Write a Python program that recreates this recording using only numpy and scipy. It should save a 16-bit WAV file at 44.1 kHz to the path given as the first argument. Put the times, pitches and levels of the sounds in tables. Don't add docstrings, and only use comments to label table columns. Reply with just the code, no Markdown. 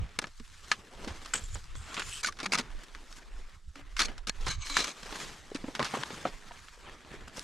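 import sys
import numpy as np
from scipy import signal
from scipy.fft import rfft, irfft, next_fast_len
from scipy.io import wavfile
from scipy.ndimage import uniform_filter1d, map_coordinates

SR = 44100
rng = np.random.default_rng(int(sys.argv[2]) if len(sys.argv) > 2 else 0)


def wav_record(signal):
    frames = np.transpose(np.atleast_2d(signal))
    bounded = np.clip(frames, -1, 1)
    quanta = np.round(bounded * 32767).astype(np.int16)
    wavfile.write(sys.argv[1], SR, quanta)


N = 327766
SIZE = next_fast_len(N + SR // 4)
HZ = np.fft.rfftfreq(SIZE, 1 / SR)

# f/Hz, relative level/dB
CRUST_COLOUR = [(76, -60), (130, -3), (246, 1.5), (333, -2.5), (406, -1.5), (740, -4.5), (818, -2),
                (1350, -3.5), (1520, -2), (1860, -6.5), (5460, -9), (10200, -24), (13000, -40),
                (15400, -50)]
# f/Hz, relative level/dB
CLOTH_COLOUR = [(65, -31), (110, 2.5), (257, 2.5), (440, 2), (509, -1), (1210, -1.5), (1490, -3.5),
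                (1760, -3), (2450, -6.5), (3140, -7.5), (7650, -14.5), (12300, -28.5), (15400, -46)]
# f/Hz, width/Hz, gain re crust colour/dB
POLE_MODES = [(1252, 73, 3), (1713, 66, 8.5), (2270, 260, 4.5), (4280, 75, 7), (4500, 74, -9),
              (6440, 190, 8)]


def amp(db):
    return 10 ** (np.asarray(db) / 20)


def unit(x):
    return x / np.sqrt(np.mean(x ** 2) + 1e-20)


def along(points, hz):
    f, v = np.transpose(points)
    return np.interp(np.log(hz + 1), np.log(f + 1), v)


def curves(rows, outside=None):
    s, *cols = np.transpose(rows)
    return [np.interp(np.arange(N) / SR, s, c, outside, outside) for c in cols]


def wobble(knots_per_s):
    knots = rng.standard_normal(int(N * knots_per_s / SR) + 4)
    return map_coordinates(knots, [np.arange(N) * knots_per_s / SR])


def grainy(grain_db, rate, patchy_db, count=5):
    z = signal.stft(rng.standard_normal((2, N)), nperseg=512)[2]
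    field = uniform_filter1d(rng.standard_normal(z.shape[1:]), size=4, axis=0)
    field = uniform_filter1d(field, size=count, axis=1)
    pair = signal.istft(z * amp(patchy_db * unit(field)), nperseg=512)[1][:, :N]
    return unit(amp(grain_db * wobble(rate)) * pair)


def modes(table):
    response = 0
    for k, (hz, width_hz, db) in enumerate(table):
        damping = 1j * HZ * width_hz
        response = response + (-1) ** k * amp(db) * damping / (hz * hz - HZ * HZ + damping)
    return response


def coloured(pair, gain):
    return rfft(pair, SIZE) * (gain / np.sqrt(np.mean(np.abs(gain) ** 2)))


def stereo(spectra):
    # f/Hz, correlation
    likeness = [(30, 0.81), (100, 0.84), (300, 0.96), (2000, 0.86), (8000, 0.87), (13000, 0.51)]
    turn = np.arccos(np.clip(along(likeness, HZ), -1, 1)) / 2
    mid, side = spectra * [np.cos(turn), np.sin(turn)]
    return irfft(np.array([mid + side, mid - side]), SIZE)[:, :N]


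def banded(pair, gain, body, bass, treble):
    low = 1 / (1 + (HZ / 980) ** 8)
    high = 1 - 1 / (1 + (HZ / 4000) ** 8)
    mid = np.clip(1 - low - high, 0, 1)
    bands = zip([body, bass, treble], [mid, low, high])
    return stereo(sum(coloured(pair * level, gain * share) for level, share in bands))


def wind():
    # t/s, rumble level/dB, flutter level/dB
    gusts = [(0.0, -35, -26), (0.1, -58.5, -55.5), (0.58, -51.5, -63.5), (0.89, -61.5, -61.5),
             (1.06, -40.5, -48), (1.32, -56, -63.5), (1.53, -43.5, -43.5), (1.68, -50.5, -61),
             (1.76, -33.5, -51), (1.88, -55, -55), (2.15, -46, -58), (2.52, -53.5, -70), (2.77, -44.5, -69),
             (2.9, -54.5, -91), (3.41, -49, -71.5), (3.6, -67, -71), (3.68, -43, -57), (3.77, -65, -72),
             (3.83, -41, -57.5), (4.22, -39, -61), (4.28, -45, -63), (4.35, -44, -51), (4.57, -39, -40),
             (4.7, -49, -76), (4.95, -59, -81), (5.13, -49.5, -65), (5.5, -55.5, -64), (6.25, -63, -69),
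             (6.41, -52, -79), (6.5, -60.5, -63.5), (7.1, -50, -65), (7.43, -62, -56.5)]
    # f/Hz, relative level/dB
    gust_colour = [(8.8, -21), (15, 7.5), (42, -2.5), (108, -21), (200, -18), (260, -38.5), (440, -120)]
    colour = amp(along(gust_colour, HZ))
    deep = 1 / (1 + (HZ / 60) ** 6)
    upper = (1 - deep) / (1 + (HZ / 115) ** 4)
    rumble, flutter = amp(curves(gusts))
    rumble = rumble * amp(5 * wobble(14)) * rng.standard_normal((2, N))
    flutter = flutter * amp(6 * wobble(28)) * rng.standard_normal((2, N))
    return stereo(coloured(rumble, colour * deep) + coloured(flutter, colour * upper))


def rustle():
    # t/s, body level/dB, bass level/dB, treble level/dB
    bed = [(0, -56, -57, -69), (.37, -66, -81, -64.5), (.66, -57, -66.5, -61), (.84, -62, -59.5, -65.5),
           (1.22, -55.5, -62.5, -60.5), (1.58, -61.5, -76, -59.5), (1.81, -62, -67, -78),
           (2.36, -64, -64.5, -64), (2.77, -59.5, -62.5, -64.5), (3.25, -62, -65, -67.5),
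           (3.55, -59.5, -74, -65), (3.58, -71.5, -87, -72), (3.752, -74, -90, -70.5),
           (3.76, -57, -63, -65), (3.85, -64, -73, -72), (3.96, -63, -69, -65), (4.57, -66, -70, -80),
           (4.94, -56.5, -63, -75), (5.45, -62, -64, -66.5), (6.56, -58.5, -64.5, -62.5),
           (6.66, -64, -72, -63), (6.97, -62, -66, -66.5), (7.325, -66, -67, -67.5),
           (7.372, -49.5, -53, -48.5), (7.43, -48.5, -60, -51)]
    # peak t/s, 10 dB rise/s, 10 dB fall/s (both min 4 ms), body/dB, bass/dB, treble/dB
    moves = [(.24, 0, 0.02, -57, -51.5, -60.5), (.68, 0.1, 0.13, -62, -70, -59.5),
             (1.02, 0.14, 0.23, -57, -53.5, -63), (1.44, 0.24, 0.06, -72, -63, -59),
             (1.96, 0.1256, 0.11, -46, -52.5, -62), (2.212, 0.24, 0, -49.5, -72, -46),
             (2.5, 0.21, 0.2, -75.5, -56, -77), (2.66, 0.13, 0.1, -55.5, -56, -75),
             (2.836, -0.18, 0.01, -50, -54, -52), (3.19, .15, -0.04, -61, -76, -57),
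             (3.432, 0.4, 0.13, -72, -62.5, -87), (3.815, 0.04, 0, -59, -57.5, -70),
             (4.092, 0.0443, 0.05, -49, -47.5, -61), (4.45, 0.11, 0.08, -52.5, -56, -57),
             (4.66, 0.01, 0.18, -51, -59, -45.5), (4.79, 0.04, 0.055, -38, -69, -42.5),
             (5.211, 0.2, 0.14, -44.5, -48.5, -47), (5.68, 0.15, 0.34, -57.5, -53, -60),
             (5.94, 0.17, 0.28, -45.5, -52, -50), (6.27, 0.24, 0.06, -51, -51, -55),
             (6.54, 0, 0.3, -56, -68.5, -61.5), (6.871, 0.04, 0.06, -50.5, -50.5, -76),
             (7.15, 0.14, 0.33, -54, -53, -64.5), (7.282, 0, 0, -45.5, -45, -50)]
    ticks_per_s, mean_tick_gain, tick_decay_s = 25, 0.61, 0.00079
    t = np.arange(N) / SR
    clumps = amp(1.65 * wobble(45))
    ticks = (rng.random(N) < ticks_per_s / SR) * rng.exponential(mean_tick_gain, size=N)
    clumps = clumps + signal.lfilter([1], [1, -np.exp(-1 / (tick_decay_s * SR))], ticks)
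    power = amp(curves(bed)) ** 2
    for s, rise_s, fall_s, *db in moves:
        rise_s, fall_s = np.clip([rise_s, fall_s], 0.004, None)
        near = slice(max(round((s - 4 * rise_s) * SR), 0), round((s + 4 * fall_s) * SR))
        swell = amp(-10 * np.maximum((s - t[near]) / rise_s, (t[near] - s) / fall_s))
        power[:, near] += np.outer(amp(db), swell) ** 2
    noise = clumps * grainy(grain_db=1.5, rate=610, patchy_db=2.0)
    return banded(noise, amp(along(CLOTH_COLOUR, HZ)), *np.sqrt(power))


def clacks():
    # t/s, level/dB, contact time/ms
    contacts = [(0.1884, -5, .03), (0.2418, -1, 0.19), (0.7162, 7, 0.052), (4.7681, -1, .03)]
    pushes, t_ms = np.zeros((2, SIZE)), np.arange(SR // 200) / SR * 1000
    for s, db, contact_ms in contacts:
        push = np.exp(-t_ms / contact_ms)
        pushes[:, round(s * SR):][:, :len(t_ms)] = amp(db) * push / push.sum() * [[1], [.5]]
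    return stereo(coloured(pushes, amp(along(CRUST_COLOUR, HZ)) * modes(POLE_MODES)))


def crunch():
    # t/s, level/dB, bass re body/dB, treble re body/dB, body t60/s
    snaps = [(0.189, -13.5, -6, 1.5, 0.03), (.217, -31, -13, -1, 0.041), (0.224, -28, 0, -3, 0.034),
             (0.2415, -25, -2, -24, 0.041), (0.2694, -38, -1, 0.5, 0.068), (.398, -37.5, -10, -0.5, 0.045),
             (0.7151, -12.5, -14.5, -3.5, 0.075), (1.046, -34, 1, -0.5, 0.041),
             (1.076, -29, -0.5, -4, 0.19), (1.2487, -35.5, -12, -2, .059), (1.2588, -29, -22.5, 0, 0.031),
             (1.3361, -16.5, -44, -7, 0.061), (1.353, -23, -27, -11, 0.047), (1.377, -28.5, -22, -5, 0.066),
             (1.554, -30.5, -2, -6.5, 0.093), (1.641, -41, -24, 6, 0.018), (1.753, -31.5, -8, -4, 0.03),
             (1.943, -27.5, -11.5, 1.5, 0.07), (1.9674, -19.5, -20, -19, .05), (1.9748, -21, -8, -17, 0.14),
             (1.995, -16, -11.5, -5, 0.057), (2.02, -22.5, -13, -8, 0.048), (2.244, -19, -33, -15, 0.036),
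             (2.2717, -22, -13, 0, 0.084), (2.323, -33.5, -20, -3, 0.04), (2.369, -37, -27, -9, 0.07),
             (2.388, -29, -21, -7.5, 0.11), (2.4015, -23.5, -8.5, -7, 0.089),
             (2.4607, -21, -23, -4.5, 0.037), (2.527, -20, -27, 2, 0.032), (2.5504, -23, -3, -10, 0.076),
             (2.585, -16.5, -25, 1, 0.071), (2.949, -26.5, -16, -9.5, 0.032), (3.126, -36, -20, 3, 0.027),
             (3.7563, -28.5, -21, -7, 0.018), (3.9666, -21, -36, -6, 0.048), (3.9925, -11, -25, -2.5, 0.1),
             (4.008, -13, -15, -10, 0.091), (4.083, -26, -13, -15, 0.037),
             (4.1793, -28.5, -22.5, -4, 0.039), (4.2725, -29, -18, 4, 0.06), (4.41, -40.5, -2, 2.5, 0.088),
             (4.467, -20.5, -7.5, -23, 0.13), (4.669, -27, -27, -7, 0.041), (4.681, -37, -19, -10, 0.045),
             (4.698, -25.5, -23, 0.5, 0.057), (4.7682, -8, -15.5, -1.5, 0.045),
             (4.775, -14, -15, -12, 0.043), (4.842, -17, -29, 0, 0.039), (4.8726, -31, -29, -14, 0.028),
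             (5.0311, -26.5, -8, -4, 0.032), (5.1249, -26.5, 3, -9, 0.047), (5.157, -28.5, -6, -1, 0.076),
             (5.206, -33, -21, -34, 0.043), (5.515, -36, 5, -20, 0.021), (5.5463, -28, -23, 0, 0.059),
             (5.641, -35.5, 7.5, -27, 0.052), (5.681, -36.5, 11.5, -30, 0.046),
             (5.7506, -21.5, -10, -4.5, 0.066), (5.7938, -18.5, 1.5, -8, 0.048),
             (5.8274, -16, -23, -4.5, 0.027), (5.845, -21, -34, -3, 0.16), (5.939, -24, 5, -24, 0.053),
             (5.9706, -29.5, 11, -21, 0.066), (6.0271, -23, -7, -23, 0.02),
             (6.0342, -11.5, -12, -15, 0.016), (6.1029, -27, 0, -13, 0.06), (6.2526, -24.5, 3, -38, 0.13),
             (6.51, -40, -5.5, -10, 0.019), (6.518, -30.5, -6, -25, 0.024), (6.684, -33, -35, -14, 0.017),
             (7.048, -37, 5.5, -25, 0.014), (7.371, -35, -13, 9, 0.03), (7.379, -35.5, 8, -6, 0.041),
             (7.394, -30, -20, 9, 0.012)]
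    # t/s, left-right/dB
    sides = [(0, 1), (.7, -1.5), (1.9, -1.5), (2.25, 0), (2.56, -1.5), (3.0, 1.5), (4.1, -2), (5.2, -0.5),
             (6.0, -1.5), (6.035, 4), (6.1, -0.5), (7.43, -2)]
    left, right, t = np.zeros((3, N + SR)), np.zeros((3, N + SR)), np.arange(SR // 10) / SR
    swarm = unit(amp(2.16 * wobble(900)) * rng.standard_normal((2, N)))
    for s, db, bass_db, treble_db, t60_s in snaps:
        pan_db = np.interp(s, *np.transpose(sides))
        tail = amp(db - 12 - 60 * t / t60_s * [[1], [.9], [1.3]])
        burst = amp(db - 14.5 - 60 * t / 0.0056)
        shape = (tail + burst) * (1 - np.exp(-t / 0.00059))
        power = (amp([[0], [bass_db], [treble_db]]) * shape) ** 2
        left[:, round(s * SR):][:, :len(t)] += power * amp(pan_db)
        right[:, round(s * SR):][:, :len(t)] += power * amp(-pan_db)
        swarm[0, round((s + .0008) * SR)] = 3.0
    level = np.sqrt((left + right)[:, :N] / 2)
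    body_sides = np.array([left[0, :N], right[0, :N]])
    lean = np.sqrt(body_sides + 1e-12) / np.sqrt(level[0] ** 2 + 1e-12)
    snapping = banded(swarm, amp(along(CRUST_COLOUR, HZ)), *level)
    return snapping * uniform_filter1d(lean, size=64, axis=1)


def knocks():
    # t/s, relative level/dB, pitch/Hz, t60/s
    hits = [(0.4, -37, 232, 0.066), (1.072, -27.5, 266, 0.043), (1.336, -25, 1514, .04),
            (2.246, -22, 1486, 0.045), (2.286, -27, 1165, 0.049), (2.463, -41, 195, 0.38),
            (2.592, -31, 242, 0.083), (3.757, -49, 281.6, 0.33), (4.7, -46, 283, 0.37),
            (5.517, -27, 420, 0.024), (5.55, -22, 280, 0.041), (5.641, -23, 259, 0.034),
            (5.682, -23, 284, 0.033), (5.794, -23, 615, 0.036), (5.8, -38, 138, 0.18),
            (5.803, -24, 1049, 0.064), (5.937, -30.5, 770, 0.038), (5.945, -35, 1086, 0.05),
            (5.969, -26, 250, 0.05), (5.986, -35, 135, 0.11), (6.13, -34.5, 196, 0.047),
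            (6.2527, -19, 1297, 0.018), (6.2527, -24, 538, 0.052), (6.2535, -22.5, 725, 0.05),
            (6.268, -39, 270, 0.035), (6.509, -37.5, 950, 0.04), (6.511, -41.5, 695, 0.042),
            (6.775, -44.5, 477, 0.024), (7.14, -39, 405, 0.053)]
    out, t = np.zeros(N + SR), np.arange(SR // 5) / SR
    for (s, db, hz, t60_s), phase in zip(hits, rng.uniform(0, 2 * np.pi, len(hits))):
        ring = amp(-60 * t / t60_s) * np.sin(2 * np.pi * hz * t)
        over = amp(-9.0 - 90 * t / t60_s) * np.sin(2 * np.pi * 1.9 * hz * t + phase)
        onset = 1 - np.exp(-t * hz * 2)
        out[round(s * SR):][:len(t)] += amp(db + 0.5) * (ring + over) * onset
    return out[:N]


def scrape():
    # t/s, level/dB
    strokes = [
        [(1.334, -67), (1.337, -25.5), (1.351, -41), (1.355, -32), (1.396, -49), (1.402, -75), (1.436, -70),
         (1.44, -43.5), (1.449, -60), (1.46, -52), (1.485, -66.5), (1.53, -58), (1.55, -39.5), (1.56, -73),
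         (1.75, -77), (1.76, -53), (1.886, -61), (2.04, -46), (2.12, -44.5), (2.14, -75)],
        [(1.98, -58), (2.13, -41.5), (2.215, -52.5), (2.225, -64)],
        [(4.44, -69.5), (4.502, -33), (4.55, -44.5), (4.565, -58), (4.6, -54), (4.625, -40), (4.69, -48),
         (4.698, -39.5), (4.762, -35.5), (4.77, -29.5), (4.92, -47), (4.93, -76)],
        [(5.79, -57), (5.804, -29.5), (5.924, -64), (5.942, -32.5), (6.01, -58)],
    ]
    # f/Hz, width/Hz, relative gain/dB
    ribs = [
        [(3400, 310, -11), (6250, 400, -8), (7460, 1500, 0)],
        [(2570, 120, -2.5), (3220, 440, -7), (5270, 350, -12), (7900, 600, 1), (9400, 990, -3.5)],
        [(1146, 120, -9.5), (1640, 68, -9), (2250, 114, -4.5), (2970, 380, -8.5), (4060, 230, 1.5),
         (6420, 210, 2.5), (7700, 730, -9)],
        [(1060, 145, 0)],
    ]
    friction = grainy(grain_db=3.0, rate=700, patchy_db=3.5, count=14)
    cloth = amp(along(CLOTH_COLOUR, HZ))
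    spectra = 0
    for rows, resonances in zip(strokes, ribs):
        level = amp(curves(rows, -120)[0])
        spectra = spectra + coloured(level * friction, cloth * modes(resonances))
    return stereo(spectra)


def rasp():
    # start/s, end/s, body level/dB, bass level/dB, treble level/dB, fall/dB
    runs = [(1.34, 1.404, -46.5, -44.5, -58, 9), (2.23, 2.291, -33.5, -46.5, -30, 4.5),
            (2.429, 2.448, -43.5, -43, -45, -3), (2.456, 2.465, -33.5, -45, -42.5, -3.5),
            (2.52, 2.561, -29.5, -41, -31.5, 2.5), (2.573, 2.613, -31.5, -32, -36, 8.5),
            (3.964, 4, -43, -65, -41.5, 5), (3.996, 4.07, -29, -39, -29, 14.5),
            (4.269, 4.298, -42.5, -47.5, -40.5, -2), (4.46, 4.557, -44, -53, -36, 12.5),
            (4.771, 4.92, -37, -38, -35, 13.5), (5.551, 5.577, -41, -50, -46.5, 3.5),
            (5.799, 5.884, -35, -34, -48, 15.5)]
    level = np.zeros((3, N))
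    for start, end, body_db, bass_db, treble_db, fall_db in runs:
        t = np.arange(round((end - start + 0.0068) * SR)) / SR
        fades = np.clip(t / 0.0025, 0, 1) * np.clip((t[-1] - t) / 0.012, 0, 1)
        shape = amp(-fall_db * t / (end - start)) * fades
        level[:, round(start * SR):][:, :len(t)] += amp([[body_db], [bass_db], [treble_db]]) * shape
    cracks_per_s, crack_decay_s = 300, 0.0024
    chance, size = rng.random(N), rng.exponential(size=N)
    cracks = (chance < cracks_per_s / SR) * amp(3.7 * size)
    cracks = signal.lfilter([1], [1, -np.exp(-1 / (crack_decay_s * SR))], cracks)
    swarm = (0.45 + unit(cracks)) * grainy(grain_db=0.0, rate=100, patchy_db=3.5)
    return banded(unit(swarm), amp(along(CRUST_COLOUR, HZ)) * (1 + modes(POLE_MODES)), *level)


def thumps():
    # t/s, relative level/dB
    pushes = [(1.44, -33.5), (1.508, -31), (1.552, -31), (4.433, -32), (4.557, -32), (6.29, -44),
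              (7.39, -40)]
    half_width_s = 0.0048
    t, out = np.arange(N) / SR, np.zeros(N)
    for s, db in pushes:
        v = ((t - s) / half_width_s) ** 2
        out += amp(db) * (np.exp(-v) - np.exp(-v / 10) / np.sqrt(10))
    return out * np.array([[.8], [1]])


def scene():
    return wind() + rustle() + clacks() + crunch() + knocks() + scrape() + rasp() + thumps()


def record(dry):
    # f/Hz, left-right/dB
    port_lean = [(60, -3.5), (180, -1.0), (550, 0.5), (1650, 0.5), (4970, 0.5), (15000, 3.5)]
    ports = amp(np.outer([.5, -.5], along(port_lean, HZ)))
    return irfft(rfft(dry, SIZE) * ports * (HZ < 15600), SIZE)[:, :N]


dry = scene()
out = record(dry)
wav_record(out)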